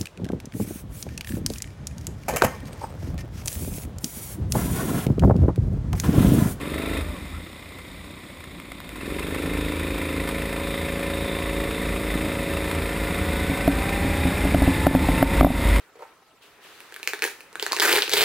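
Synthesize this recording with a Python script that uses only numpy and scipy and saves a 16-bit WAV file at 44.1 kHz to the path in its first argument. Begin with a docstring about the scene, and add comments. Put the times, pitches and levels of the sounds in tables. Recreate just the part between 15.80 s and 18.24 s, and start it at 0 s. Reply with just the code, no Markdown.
"""In a small room, at a table, close to a stereo microphone: buckles knock on the table top, hands slide over
a stiff fabric case, then its hook-and-loop flap is peeled.
Single hooks snap as a tick, a short ring, a thump of the hollow case and a treble fizz; random crowds of
them make the crackling tear. Knocks are decaying sines; cloth, rumble, air and a fuzzy tone are shaped noise.
A near wall and two alternating diffuse tails answer."""
import sys
import numpy as np
from scipy import signal
from scipy.fft import rfft, irfft
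from scipy.io import wavfile
from scipy.ndimage import uniform_filter1d

SR = 44100
rng = np.random.default_rng(int(sys.argv[2]) if len(sys.argv) > 2 else 0)


def wav_out(sig):
    """Save sig, one row per channel (or a flat mono array), as 16-bit PCM at SR to the path in sys.argv[1]."""
    wavfile.write(sys.argv[1], SR, np.round(np.clip(np.atleast_2d(sig).T, -1, 1) * 32767).astype(np.int16))


N = 107692

# Single hooks letting go: (time [s], level [dB], ring [Hz], case thump relative to the snap [dB])
HOOK_SNAPS = [(.9777, -40, 1670, -34), (1.0049, -27.5, 2590, -25), (1.1237, -28, 1640, -5.5),
              (1.1423, -24, 3180, -21), (1.163, -23, 1670, -19), (1.1987, -32, 1600, -6),
              (1.2304, -16.5, 2530, -14.5), (1.275, -6.5, 2260, -13), (1.3346, -13.5, 1720, -5.5),
              (1.3925, -25, 1820, -8), (1.4223, -8, 2430, -15), (1.427, -17.5, 1580, 0),
              (1.4337, -10.5, 1670, -7), (1.44, -7.5, 1870, -14), (1.4507, -17, 1840, 3.5),
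              (1.4636, -13, 3250, -11.5), (1.4757, -19.5, 1620, -30), (1.6068, -26.5, 2590, -10),
              (1.729, -32.5, 6500, -2.5), (1.7557, -18, 1550, -14), (1.7975, -14.5, 3060, -12),
              (1.8263, -8.5, 4380, -6), (1.8649, -10.5, 1670, -11.5), (1.9148, -23, 1030, 2),
              (1.921, -5.5, 4500, -18.5), (1.931, -11, 1090, -18), (1.9657, -11.5, 2600, -7.5),
              (1.971, -15, 1850, -8), (1.988, -14.5, 1800, -10), (1.999, -3, 4700, -11),
              (2.004, -6, 3340, -15), (2.1279, -1.5, 3120, -12.5), (2.1359, -10, 2300, 5),
              (2.1615, -10, 2220, 3), (2.222, -4.5, 3850, -16), (2.2302, -11, 2770, -17),
              (2.279, -14.5, 2700, -3), (2.295, -9.5, 6260, -12.5), (2.317, -12.5, 3600, -12),
              (2.336, -1, 3380, -6.5)]
# Running tear: (time [s], level [dB], centre of the hooks' rings [Hz])
TEAR_COURSE = [(2.017, -21.5, 1765), (2.075, -24.5, 1730), (2.1, -25.5, 2430), (2.122, -22.5, 2650),
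               (2.15, -28.5, 2490), (2.158, -21, 3046), (2.18, -27, 2205), (2.27, -59, 2475),
               (2.332, -26.5, 3470), (2.339, -18, 3540), (2.35, -34.5, 2660), (2.378, -21, 2790),
               (2.392, -25, 2910), (2.433, -21.5, 2820)]
# Rings of the hollow case: (frequency [Hz], level [dB], decay by 60 dB [s])
CASE_MODES = [(355, -28, 0.0196), (425, -12, 0.048), (483.6, -14, 0.031), (892, -7.5, 0.014)]
# Rings of the flap: (frequency [Hz], level [dB], decay by 60 dB [s])
FLAP_MODES = [(1670, -19, 0.035), (2260, -6, 0.0059), (3774, 2, 0.0029)]
# Buckles knocking the table: (time [s], level [dB], ring [Hz])
BUCKLE_KNOCKS = [(.155, -42.5, 467), (.191, -40, 474), (.207, -40, 510.5), (.221, -36.5, 895)]
# Hands sliding on cloth: (time [s], rustle level [dB], hiss level [dB])
RUB_COURSE = [(0, -50.5, -52), (.13, -61.5, -65), (.23, -49.5, -53), (.38, -62.5, -62), (.61, -62, -63),
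              (.625, -52, -48.5), (.8, -53, -57.5), (.84, -45.5, -44.5), (1.1, -47.5, -48),
              (1.72, -51.5, -53.5), (1.9, -39.5, -56)]
# Spectrum of the cloth noise: (frequency [Hz], level [dB])
RUB_SPECTRUM = [(200, -30), (410, -13.5), (650, -23.5), (2800, -3.5), (5500, -20.5), (15800, -27.5)]
# Low handling noise: (time [s], level [dB])
RUMBLE_COURSE = [(0, -75), (1.9, -68.5), (2.0, -61.5), (2.04, -56), (2.1, -66), (2.15, -47), (2.25, -75),
                 (2.34, -49)]
# Likeness of left and right: (frequency [Hz], correlation [0 to 1])
STEREO_LIKENESS = [(30, 0.17), (350, 1), (1500, 0.76), (7000, 0.14)]
# Decay of the room: (frequency [Hz], decay by 60 dB [s])
ROOM_DECAY = [(300, 0.23), (1700, 0.33), (12000, 0.37)]
# Strength of the room's answer: (frequency [Hz], level [dB])
ROOM_SPECTRUM = [(300, -4.5), (1900, -6), (5000, -5), (14000, -8)]
# Spectrum of the background air: (frequency [Hz], level [dB])
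AIR_SPECTRUM = [(20, -28), (230, -5), (340, 5), (1100, 4.5), (1800, -1.5), (5000, -10), (15800, -19)]

RING_CYCLES = 13  # a hook's ring falls by 60 dB within this many cycles
TICK_T60_S, TICK_RISE_S, TICK_TOP_HZ = 0.0014, 0.00027, 3110
SNAP_TICK_DB, SNAP_FLAP_DB = 4.5, -2
FLAP_SHIFT = 0.13  # largest detuning of the flap, as a fraction
FIZZ_PER_S, FIZZ_DB, FIZZ_T60_S = 1800, -15.5, 0.18  # dense, random treble after each snap
TEAR_PER_S = 2000  # hooks per second at the hardest pull
TEAR_SPREAD_DB, TEAR_OCTAVES = 4, 0.3  # scatter of hook strength and of ring pitch
TEAR_THUMP_DB, TEAR_TICK_DB, TEAR_FLAP_DB = -10, 8, -13.5
KNOCK_T60_S, KNOCK_TICK_DB = 0.11, -17
THIN_HZ = 333.5  # small things give no bass below this
WALL_DELAY_S, WALL_DB = 0.0065, -16  # first echo, from one near wall
TAIL_SWINGS_PER_S = 6.0  # speed at which the sound swings between the two diffuse room tails
HUM_HZ, HUM_WIDTH_HZ, HUM_DB = 1312, 68, -68
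AIR_DB = -58.5
EDGE_HZ = 15900

T = np.arange(4096) / SR  # time within one short event [s]


def snaps():
    """Each hook ticks and rings with flap and hollow case; a dense, random fizz of treble dies away after it."""
    out = np.zeros(N)
    for s, db, hz, thump_db in HOOK_SNAPS:
        flap = amp(SNAP_FLAP_DB) * modes(FLAP_MODES, 1 + FLAP_SHIFT * rng.uniform(-1, 1))
        hook = (ring(hz, RING_CYCLES / hz) + flap) * np.minimum(T / TICK_RISE_S, 1)
        thump = amp(thump_db) * modes(CASE_MODES)
        add(out, s, amp(db) * (hook + amp(SNAP_TICK_DB) * tick() + thump))

        grains = rng.random(len(T)) < FIZZ_PER_S / SR
        fizz = rng.laplace(size=len(T)) * grains * amp(FIZZ_DB - 60 * T / FIZZ_T60_S)
        for k in range(3):  # three different ticks share the fizz
            chosen = fizz * (np.arange(len(T)) % 3 == k)
            add(out, s, amp(db) * signal.oaconvolve(chosen, tick()))
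    return out


def tear():
    """Hooks let go at random in crowds, their rings scattered about a moving centre."""
    kinds, rows = 24, np.array(TEAR_COURSE)
    level = curve(TEAR_COURSE, 1)
    crowd = np.sqrt(level / level.max())  # the harder the pull, the more hooks
    started = np.arange(N) > rows[0, 0] * SR
    releases = (rng.random(N) < crowd * TEAR_PER_S / SR) * started
    strength = amp(TEAR_SPREAD_DB * np.minimum(rng.exponential(1, N), 3))
    size = strength * rng.choice([-1, 1], N) * releases * level / np.sqrt(crowd)

    centre = np.interp(np.arange(N) / SR, rows[:, 0], rows[:, 2])
    pitch = centre * 2 ** (TEAR_OCTAVES * rng.standard_normal(N))
    pitches = np.geomspace(700, 7000, kinds)
    kind = np.minimum(np.searchsorted(pitches, pitch), kinds - 1)

    out = amp(TEAR_THUMP_DB) * signal.oaconvolve(size, modes(CASE_MODES))[:N]
    flap = amp(TEAR_FLAP_DB) * modes(FLAP_MODES)
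    for k, hz in enumerate(pitches):
        hook = ring(hz, RING_CYCLES / hz) + flap + amp(TEAR_TICK_DB) * tick()
        out += signal.oaconvolve(size * (kind == k), hook)[:N]
    return out


def buckles():
    """Dull plastic knocks on the table top: a decaying ring, roughened by slow noise, and a tick."""
    out = np.zeros(N)
    for s, db, hz in BUCKLE_KNOCKS:
        scuff = 1 + 0.89 * evened(uniform_filter1d(rng.standard_normal(len(T)), size=40))
        add(out, s, amp(db) * (ring(hz, KNOCK_T60_S) * scuff + amp(KNOCK_TICK_DB) * tick()))
    return out


def rubbing():
    """Friction noise of cloth in two bands, rustle and hiss, each following the hands."""
    cloth = hiss(RUB_SPECTRUM, patchy_db=1.0)
    rustle = curve(RUB_COURSE, 1) * evened(band(cloth, 145, 1890))
    return rustle + curve(RUB_COURSE, 2) * evened(band(cloth, 1320, 17700))


def rumble():
    """Low handling noise, stronger at the right."""
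    low = evened(band(likened(*rng.standard_normal((2, N))), 29.0, 233))
    return low * curve(RUMBLE_COURSE, 1) * amp([[-2], [2.5]])


def near_wall(x):
    """The sound with one quieter, delayed copy from a near wall."""
    delayed = np.r_[np.zeros(round(WALL_DELAY_S * SR)), x][:N]
    return x + amp(WALL_DB) * delayed


def room(x):
    """Two diffuse room answers, fed in turn by a sine and a cosine."""
    turn = 2 * np.pi * TAIL_SWINGS_PER_S * np.arange(N) / SR
    out = np.zeros((2, N))
    for share in (np.sin, np.cos):
        out += signal.fftconvolve((x * share(turn))[None], tail(), axes=1)[:, :N]
    return out


def tail():
    """Sparse reflections of random sign after a short gap, each band dying at its own speed."""
    at = np.arange(round(WALL_DELAY_S * SR / 2), SR // 2 - 20, 20)  # from half the wall's delay on
    spots = at + rng.integers(0, 20, (2, len(at)))
    taps = np.zeros((2, N))
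    np.put_along_axis(taps, spots, rng.choice([-1., 1.], (2, len(at))), 1)
    hz, t, z = signal.stft(likened(*taps)[:, :SR // 2], SR, nperseg=128)
    decay = amp(-60 * t / read(ROOM_DECAY, hz)[:, None])
    out = signal.istft(z * decay, SR, nperseg=128)[1]
    out = out / np.sqrt((out ** 2).sum() / 2)
    hz = np.fft.rfftfreq(out.shape[1], 1 / SR)
    return irfft(rfft(out) * amp(read(ROOM_SPECTRUM, hz)), out.shape[1])


def air():
    """Quiet background noise of the room, drifting in patches."""
    return amp(AIR_DB) * evened(hiss(AIR_SPECTRUM, patchy_db=3.5))


def hum():
    """A faint fuzzy tone in the room: a steady, narrow band of noise."""
    noise = rng.standard_normal(N)
    return amp(HUM_DB) * evened(band(noise, HUM_HZ - HUM_WIDTH_HZ / 2, HUM_HZ + HUM_WIDTH_HZ / 2))


def ring(hz, t60, db=0.):
    """A sine dying exponentially, by 60 dB in t60 seconds."""
    return amp(db - 60 * T / t60) * np.sin(2 * np.pi * hz * T)


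def modes(table, detune=1.):
    """The rings of one body, struck together."""
    return sum(ring(hz * detune, t60, db) for hz, db, t60 in table)


def tick():
    """A short crack of noise, softer on top, of unit energy."""
    soft = np.exp(-2 * np.pi * TICK_TOP_HZ / SR)
    bright = np.diff(rng.standard_normal(len(T) + 1))
    x = signal.lfilter([1], np.convolve([1, -soft], [1, -soft]), bright)
    x = x * amp(-60 * T / TICK_T60_S) * np.minimum(T / TICK_RISE_S, 1)
    return x / np.linalg.norm(x)


def hiss(spectrum, patchy_db):
    """Stereo noise of a given spectrum with drifting patches."""
    z = signal.stft(likened(*rng.standard_normal((2, N))), nperseg=512)[2]
    patches = uniform_filter1d(rng.standard_normal(z.shape[1:]), 12, 0)  # across frequency
    patches = evened(uniform_filter1d(patches, 4, 1))  # across time
    level_db = read(spectrum, np.fft.rfftfreq(512, 1 / SR))[:, None]
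    z = z * amp(level_db + patchy_db * patches)
    return signal.istft(z, nperseg=512)[1][:, :N]


def likened(a, b):
    """Left and right mixed from two unrelated signals, their likeness set by frequency."""
    same = np.clip(read(STEREO_LIKENESS, np.fft.rfftfreq(N, 1 / SR)), 0, 1)
    a, b = rfft(a), rfft(b)
    middle, side = np.sqrt((1 + same) / 2), np.sqrt((1 - same) / 2)
    return irfft([middle * a + side * b, middle * a - side * b], N)


def band(x, lo_hz, hi_hz):
    """Only the part between two frequencies."""
    edges = [lo_hz, min(hi_hz, SR / 2.2)]
    return signal.sosfilt(signal.butter(2, edges, "bandpass", fs=SR, output="sos"), x)


def amp(db):
    """Decibels to gain."""
    return 10 ** (np.asarray(db, float) / 20)


def evened(x):
    """The signal at unit RMS."""
    return x / np.sqrt(np.mean(x ** 2) + 1e-20)


def read(points, hz):
    """A table read along log frequency."""
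    f, value = np.transpose(points)
    return np.interp(np.log(hz + 1), np.log(f + 1), value)


def curve(table, col):
    """One dB column over time, as a gain."""
    rows = np.array(table)
    return amp(np.interp(np.arange(N) / SR, rows[:, 0], rows[:, col]))


def add(mix, s, sound):
    """Lay a sound into the mix at s seconds."""
    part = mix[round(s * SR):][:len(sound)]
    part += sound[:len(part)]


def scene():
    """The close sounds and their echoes, over handling noise and the room's background."""
    near = snaps() + tear() + buckles()
    near = signal.sosfilt(signal.butter(6, THIN_HZ, "highpass", fs=SR, output="sos"), near)
    near = near_wall(near)
    # the microphone's two ports hear the treble out of step
    direct = likened(near, signal.hilbert(near).imag)
    return direct + room(near) + rubbing() + rumble() + air() + hum()


def record(dry):
    """The microphone channel's upper band limit."""
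    lowpass = signal.firwin(511, EDGE_HZ, window=("kaiser", 9), fs=SR)
    return signal.oaconvolve(dry, lowpass[None], "same")


dry = scene()
out = record(dry)
wav_out(out)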